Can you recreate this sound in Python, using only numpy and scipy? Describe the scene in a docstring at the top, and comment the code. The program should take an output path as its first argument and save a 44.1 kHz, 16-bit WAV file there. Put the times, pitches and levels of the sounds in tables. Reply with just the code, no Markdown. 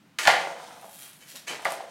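"""Stick and puck in the garage

A child plays with a hockey stick and a plastic puck on a board lying on a garage floor.
The blade taps, then slaps down hard; the board booms and the puck rolls off, wobbling. Shoes shuffle,
the blade scrapes along and knocks the puck back. Impacts ring decaying modes behind a broad click,
rubbing and rolling feed random grains through filters, and both echo between hard walls over a steady hum.
"""
import sys
import numpy as np
from scipy import signal
from scipy.fft import rfft, irfft
from scipy.io import wavfile

SR = 44100
rng = np.random.default_rng(int(sys.argv[2]) if len(sys.argv) > 2 else 0)


def persist_wave(psi):
    """Save psi, clipped to +-1, as 16-bit WAV."""
    counts = np.round(np.clip(psi, -1, 1) * 32767).astype(np.int16)
    wavfile.write(sys.argv[1], SR, np.atleast_2d(counts).T)


N = 83790
TIME = np.arange(N) / SR

# hum and hiss colour of the garage: (frequency [Hz], relative level [dB])
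HUM_COLOUR = [(25, -21), (90, -15.5), (145, -1.5), (210, -1.5), (300, -4.5), (420, -15.5), (900, -14.5),
              (2500, -18), (6000, -27.5), (15000, -35)]
HUM_DB = -60

# echo decay of the garage: (frequency [Hz], time to fall 60 dB [s])
GARAGE_T60 = [(150, 1), (450, 1), (800, 0.47), (2000, 0.5), (4500, 0.48), (9000, 0.38), (15000, 0.28)]
DIRECT_DB, EARLY_DB, TAIL_DB = -4, -4, -4
EARLY_T60_S, TAIL_BUILD_S = 0.094, 0.0073
RUB_ROOM_DB, STEP_ROOM_DB, ROLL_ROOM_DB, GRIT_ROOM_DB = -6, -5, -3.5, -3.5

# friction grains, and the coarser bumps under the rolling puck
GRAINS_PER_S, GRAIN_SPREAD_DB = 3500, 4.5
BUMPS_PER_S, BUMP_SPREAD_DB = 350, 4

# shoes dragging on concrete:
# (start [s], rise [s], hold [s], fade to -60 dB [s], level [dB], brightness [dB per octave])
SHUFFLES = [(0.97, 0.082, 0.016, 0.41, -51.5, -2.5), (1.262, 0.029, 0.032, 0.29, -45.5, 2.5),
            (1.345, .011, 0.005, 0.23, -39.5, 1), (1.496, 0.011, 0.042, 0.14, -36.5, -5)]
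# colour of the dragging shoes: (frequency [Hz], relative level [dB])
SHUFFLE_COLOUR = [(40, -59), (100, -43.5), (350, -17), (900, -6.5), (1600, -5), (3300, -2), (4500, -4),
                  (7000, -7), (12000, -11), (16000, -19)]
# swish of clothing as the body turns: (time [s], level [dB])
SWISH_LEVEL = [(0, -111), (.4, -80), (.7, -61), (.8, -58), (.87, -53), (.95, -47), (1.04, -44.5),
               (1.11, -51.5), (1.24, -59), (1.3, -53), (1.45, -76), (1.66, -57), (1.71, -49), (1.76, -75),
               (1.9, -69)]
# colour of the clothing: (frequency [Hz], relative level [dB])
CLOTH_COLOUR = [(100, -38.5), (1000, -8.5), (2200, -6), (3300, -1), (5000, -7), (8000, -3.5), (10500, 0.5),
                (13500, -4.5), (16000, -11)]
# soft footfalls: (time [s], level [dB])
STEPS = [(1.339, -44), (1.498, -40.5)]
# colour of a footfall: (frequency [Hz], relative level [dB])
STEP_COLOUR = [(40, -42), (150, -1.5), (400, -0.5), (700, -2), (1000, -10), (2000, -28), (4000, -47),
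               (16000, -70)]
STEP_RISE_S, STEP_HOLD_S, STEP_FADE_S = 0.003, 0.0042, 0.038

# grit snapping under puck and blade: (time [s], level [dB])
GRIT_TICKS = [(0.409, -22), (0.814, -27.5), (0.847, -38), (1.133, -24.5), (1.622, -25), (1.638, -38),
              (1.649, -10), (1.676, -37), (1.706, -15), (1.7215, -9)]
# colour of a grit tick: (frequency [Hz], relative level [dB])
GRIT_COLOUR = [(100, -28), (2000, -5), (6000, -11.5), (9000, -4.5), (12500, -10), (16000, -26.5)]

# strength of the rolling puck, for both rumble and rim hiss: (time [s], level [dB])
ROLL_LEVEL = [(0, -100), (.3, -90), (.4, -42), (.57, -49), (.64, -44.5), (.72, -49.5), (.8, -52),
              (.89, -55.5), (.97, -79), (1.2, -89), (1.6, -48.5), (1.7, -37), (1.8, -49.5), (1.9, -53.5)]
ROLL_TILT_DB_PER_OCTAVE, ROLL_CLICK_DB = 3, -1
WOBBLE_HZ, WOBBLE_DB = 34, 6  # swings this far up and down
# hiss of the puck's rim: (frequency [Hz], relative level [dB])
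GLIDE_COLOUR = [(100, -32), (1500, -8), (3500, 1.5), (5500, -2), (7500, -5.5), (9200, -1.5), (10200, -12.5),
                (16000, -19)]
GLIDE_DB = -6

# knocks of puck and blade on the board:
# (time [s], level [dB], brightness [dB per octave], room [dB], pitch of the struck spot [Hz])
BOARD_HITS = [(0.2625, 2, -8, 3.5, 773), (0.2802, 16.5, -2, -3.5, 867), (0.2957, 3, 2, -9, 853),
              (0.367, -1.5, -3, 0, 790), (0.472, 1.5, -3.5, -19, 700), (0.830, -16, 0, -13, 804),
              (0.844, -13, -6.5, -6.5, 667), (1.6555, 4, -6, -11.5, 1203), (1.6648, 4, -1.5, -3.5, 712),
              (1.722, -3.5, -1, -7, 712), (1.806, -4.5, -2.5, -11.5, 773), (1.838, -12, -3, -19, 700)]
# ringing of the board: (frequency [Hz], relative level [dB], time to fall 60 dB [s])
BOARD_MODES = [(487.4, -20.5, 0.42), (555.2, -18, 0.39), (672, -15, 0.36), (699, -12, 0.023),
               (813, -13, 0.091), (842.6, -15.5, 0.069), (903, -22.5, 0.033), (1165, -21.5, .15)]
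# broad thud of the board: (frequency [Hz], relative level [dB])
BOARD_COLOUR = [(50, -49), (110, -40.5), (175, -18.5), (240, -28.5), (400, -23), (560, -6), (800, 8),
                (1100, -1), (1700, -7.5), (3000, -21), (6000, -38), (16000, -69)]
BOARD_THUD_DB, BOARD_SPOT_DB, BOARD_SPOT_T60_S = -5, -5, 0.038

# the blade meets the puck: (time [s], level [dB], room [dB])
PUCK_HITS = [(0.2767, 11, 3), (1.6536, 5, -12)]
# ringing of the puck: (frequency [Hz], relative level [dB], time to fall 60 dB [s])
PUCK_MODES = [(1160, -8.5, 0.03), (1420, -7, 0.0387), (1664, -12.5, 0.051), (1912, -6.5, 0.06),
              (2074, -5, 0.039)]
# broad clack of the puck: (frequency [Hz], relative level [dB])
PUCK_COLOUR = [(80, -47.5), (330, -12), (750, -4), (1800, 1), (2900, -8), (5500, -26.5), (16000, -44)]
PUCK_CLACK_DB = -3.5

# blade sliding:
# (start [s], rise [s], hold [s], fade to -60 dB [s], level [dB], brightness [dB per octave])
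SCRAPES = [(0.185, 0.002, 0.015, 0.76, -27.5, 3), (1.204, 0.003, 0.0072, 0.67, -49.5, 2.5),
           (1.466, 0.013, 0.0052, 0.3, -31.5, 1.95)]
# ringing of the sliding blade: (frequency [Hz], relative level [dB], time to fall 60 dB [s])
SCRAPE_MODES = [(2020, -8.5, 0.085), (2200, -15, 0.062), (2600, -19, 0.036), (3023, -9.5, 0.076)]
# broad scrape: (frequency [Hz], relative level [dB])
SCRAPE_COLOUR = [(50, -63), (120, -64), (330, 1.5), (800, 0.5), (1300, -3.5), (2100, 6), (3800, -11),
                 (6500, -8), (10000, -17), (16000, -33.5)]
# blade strikes:
# (time [s], level [dB], brightness [dB per octave], room [dB], pitch of the struck spot [Hz])
BLADE_HITS = [(0.1878, 3, 2.5, -3.5, 2090), (0.2534, 2, -0.9, 5, 2870), (0.2734, 14.5, 1.14, 0, 2295),
              (1.6532, -2, -.5, 2, 1955)]
# ringing of the blade: (frequency [Hz], relative level [dB], time to fall 60 dB [s])
BLADE_MODES = [(1206, -10, 0.1), (1407, -9.5, 0.13), (1599, -40, 0.054), (1686, -18, 0.07),
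               (1862, -5, 0.032), (1955, -23.5, 0.15), (2168, -12, 0.038), (2764, -13, 0.038),
               (2845, -39.5, 0.3), (3020, -16, 0.24), (4377, -38.5, 0.18)]
# broad crack of the blade: (frequency [Hz], relative level [dB])
BLADE_COLOUR = [(50, -60), (120, -49), (230, -28), (320, -14), (430, -27), (650, -5), (1100, -9.5),
                (1800, 1), (2900, -4.5), (3900, -8), (4700, -8), (5500, -13.5), (9000, -20), (12000, -27.5),
                (16000, -37)]
BLADE_CRACK_DB, BLADE_SPOT_DB, BLADE_SPOT_T60_S = 1, -5.5, 0.014

MIC_LOW_CUT_HZ, MIC_TOP_CUT_HZ = 34, 16000


def from_db(db):
    """Decibels to gain."""
    return 10 ** (np.asarray(db) / 20)


def at_hz(points, hz):
    """Read a frequency table on a log-frequency axis."""
    table_hz, values = np.transpose(points)
    return np.interp(np.log(np.maximum(hz, 1)), np.log(table_hz), values)


def level(curve):
    """Gain over time from (time [s], level [dB]) points."""
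    return from_db(np.interp(TIME, *np.transpose(curve)))


def unit(x):
    """Scale to an energy of one."""
    return x / np.sqrt(np.sum(x ** 2) + 1e-20)


def decay(t, t60):
    """Exponential fall by 60 dB in t60 seconds."""
    return np.exp(-np.log(1000) * t / t60)


def band_pass(x, low_hz, high_hz):
    """Keep the band between two frequencies."""
    return signal.sosfilt(signal.butter(2, [low_hz, high_hz], "band", fs=SR, output="sos"), x)


def through(x, response):
    """Pass a sound through an impulse response."""
    return signal.fftconvolve(x, response)[:N]


def click(colour, tilt_db=0, size=4096):
    """Minimum-phase click of unit energy in the given colour, tilted in dB per octave."""
    hz = np.maximum(np.arange(size // 2 + 1) * SR / size, 20)
    spectrum_db = at_hz(colour, hz) + tilt_db * np.log2(hz / hz.mean())
    # folding the cepstrum packs the energy right after the contact
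    cepstrum = irfft(np.log(from_db(spectrum_db)))
    cepstrum[size // 2:] = 0
    return unit(irfft(np.exp(2 * rfft(cepstrum))))


def mode(hz, t60):
    """One dying partial of unit energy, confined to the octaves around its pitch."""
    t = TIME[:N // 2]
    ring = np.sin(2 * np.pi * hz * t) * decay(t, t60)
    return unit(band_pass(ring, hz / 2, hz * 2))


def body(colour, modes, tilt_db, click_db):
    """Unit-energy response of a solid object: a broad click and its ringing modes."""
    contact = click(colour, tilt_db)
    # neighbouring modes start in opposite directions
    rings = sum((-1) ** k * from_db(db) * mode(hz, t60) for k, (hz, db, t60) in enumerate(modes))
    contact = np.pad(contact, (0, len(rings) - len(contact)))
    return unit(rings + from_db(click_db) * contact)


def garage(x, room_db):
    """Direct sound, a quick cluster of reflections off floor and car, and a tail that dies band by band."""
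    t = TIME[:N // 2]
    white = rng.standard_normal((3, len(t)))
    edges = np.geomspace(60, 19000, 15)
    tail = 0
    for k, (low, high) in enumerate(zip(edges, edges[1:])):
        band = band_pass(white[k % 2], low, high)
        tail = tail + band * decay(t, at_hz(GARAGE_T60, np.sqrt(low * high)))
    tail = unit(tail * (1 - np.exp(-t / TAIL_BUILD_S)))
    early = unit(white[2] * decay(t, EARLY_T60_S))
    # a drier room setting thins the early cluster by half as many dB
    early_db = EARLY_DB + min(room_db, 0) / 2
    response = from_db(TAIL_DB + room_db) * tail + from_db(early_db) * early
    response[0] += from_db(DIRECT_DB)
    return through(np.pad(x, (0, N - len(x))), response)


def blow(start, db, response, room_db):
    """One impact, heard in the garage from its moment on."""
    echoed = garage(response, room_db)
    return from_db(db) * np.pad(echoed, (int(start * SR), 0))[:N]


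def grains(per_s, spread_db):
    """Random tiny contacts of uneven size and either sign; rms 1."""
    sizes = from_db(spread_db * np.minimum(rng.exponential(1, N), 4))
    signed = sizes * rng.choice([-1, 1], N)
    return unit(signed * (rng.random(N) < per_s / SR)) * np.sqrt(N)


def friction():
    """Dense grains of two surfaces rubbing."""
    return grains(GRAINS_PER_S, GRAIN_SPREAD_DB)


def stroke(start, rise, hold, fade, db):
    """Friction grains under a rise, a hold and a fade."""
    t = TIME - start
    shape = np.clip(t / rise, 0, 1) * decay(np.maximum(t - rise - hold, 0), fade)
    return from_db(db) * shape * friction()


def background():
    """Steady low hum and faint hiss of the garage: white noise coloured by a filter."""
    colour = click(HUM_COLOUR)
    white = rng.standard_normal(N + len(colour) - 1)
    return from_db(HUM_DB) * signal.fftconvolve(white, colour, "valid")


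def player():
    """Shoes drag and clothing swishes as filtered friction; footfalls are short, dull puffs of it."""
    shoes = sum(through(stroke(*row), click(SHUFFLE_COLOUR, tilt)) for *row, tilt in SHUFFLES)
    cloth = through(level(SWISH_LEVEL) * friction(), click(CLOTH_COLOUR))
    puffs = sum(stroke(start, STEP_RISE_S, STEP_HOLD_S, STEP_FADE_S, db) for start, db in STEPS)
    steps = through(puffs, click(STEP_COLOUR))
    return garage(shoes + cloth, RUB_ROOM_DB) + garage(steps, STEP_ROOM_DB)


def grit():
    """Grit snaps under puck and blade as bright, modeless ticks."""
    return sum(blow(start, db, click(GRIT_COLOUR), GRIT_ROOM_DB) for start, db in GRIT_TICKS)


def rolling_puck():
    """Bumps that swell and ebb with the wobble make the board rumble, while the puck's rim hisses."""
    strength = level(ROLL_LEVEL)
    wobble = from_db(WOBBLE_DB * np.sin(2 * np.pi * WOBBLE_HZ * TIME))
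    bumps = strength * wobble * grains(BUMPS_PER_S, BUMP_SPREAD_DB)
    board_response = body(BOARD_COLOUR, BOARD_MODES, ROLL_TILT_DB_PER_OCTAVE, ROLL_CLICK_DB)
    rumble = through(bumps, board_response)
    rim_hiss = from_db(GLIDE_DB) * through(strength * friction(), click(GLIDE_COLOUR))
    return garage(rumble + rim_hiss, ROLL_ROOM_DB)


def board():
    """Each knock makes the board boom: shared modes, a short mode of the struck spot and a broad thud."""
    knocks = 0
    for start, db, tilt, room, spot_hz in BOARD_HITS:
        modes = BOARD_MODES + [(spot_hz, BOARD_SPOT_DB, BOARD_SPOT_T60_S)]
        knocks = knocks + blow(start, db, body(BOARD_COLOUR, modes, tilt, BOARD_THUD_DB), room)
    return knocks


def puck():
    """The hollow plastic puck gives a short, mid-pitched clack when the blade meets it."""
    return sum(blow(start, db, body(PUCK_COLOUR, PUCK_MODES, 0, PUCK_CLACK_DB), room)
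               for start, db, room in PUCK_HITS)


def scraping_blade():
    """The sliding blade hisses: friction grains excite its modes and a broad scrape."""
    slides = sum(through(stroke(*row), body(SCRAPE_COLOUR, SCRAPE_MODES, tilt, 0))
                 for *row, tilt in SCRAPES)
    return garage(slides, RUB_ROOM_DB)


def striking_blade():
    """The plastic blade cracks on each strike: shared modes, a short mode of the struck spot and a click."""
    strikes = 0
    for start, db, tilt, room, spot_hz in BLADE_HITS:
        modes = BLADE_MODES + [(spot_hz, BLADE_SPOT_DB, BLADE_SPOT_T60_S)]
        strikes = strikes + blow(start, db, body(BLADE_COLOUR, modes, tilt, BLADE_CRACK_DB), room)
    return strikes


def scene():
    """All sources at one microphone."""
    surroundings = background() + player()
    on_the_board = grit() + rolling_puck() + board() + puck()
    stick = scraping_blade() + striking_blade()
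    return (surroundings + on_the_board + stick)[None]


def record(dry):
    """The microphone sheds deep bass, the loudest peaks are rounded and the top is cut."""
    ceiling = 0.88
    low_cut = signal.butter(1, MIC_LOW_CUT_HZ, "high", fs=SR, output="sos")
    thin = signal.sosfilt(low_cut, dry)
    rounded = ceiling * np.tanh(thin / ceiling)
    top_cut = signal.ellip(10, 0.1, 80, MIC_TOP_CUT_HZ, fs=SR, output="sos")
    return signal.sosfilt(top_cut, rounded)


dry = scene()
out = record(dry)
persist_wave(out)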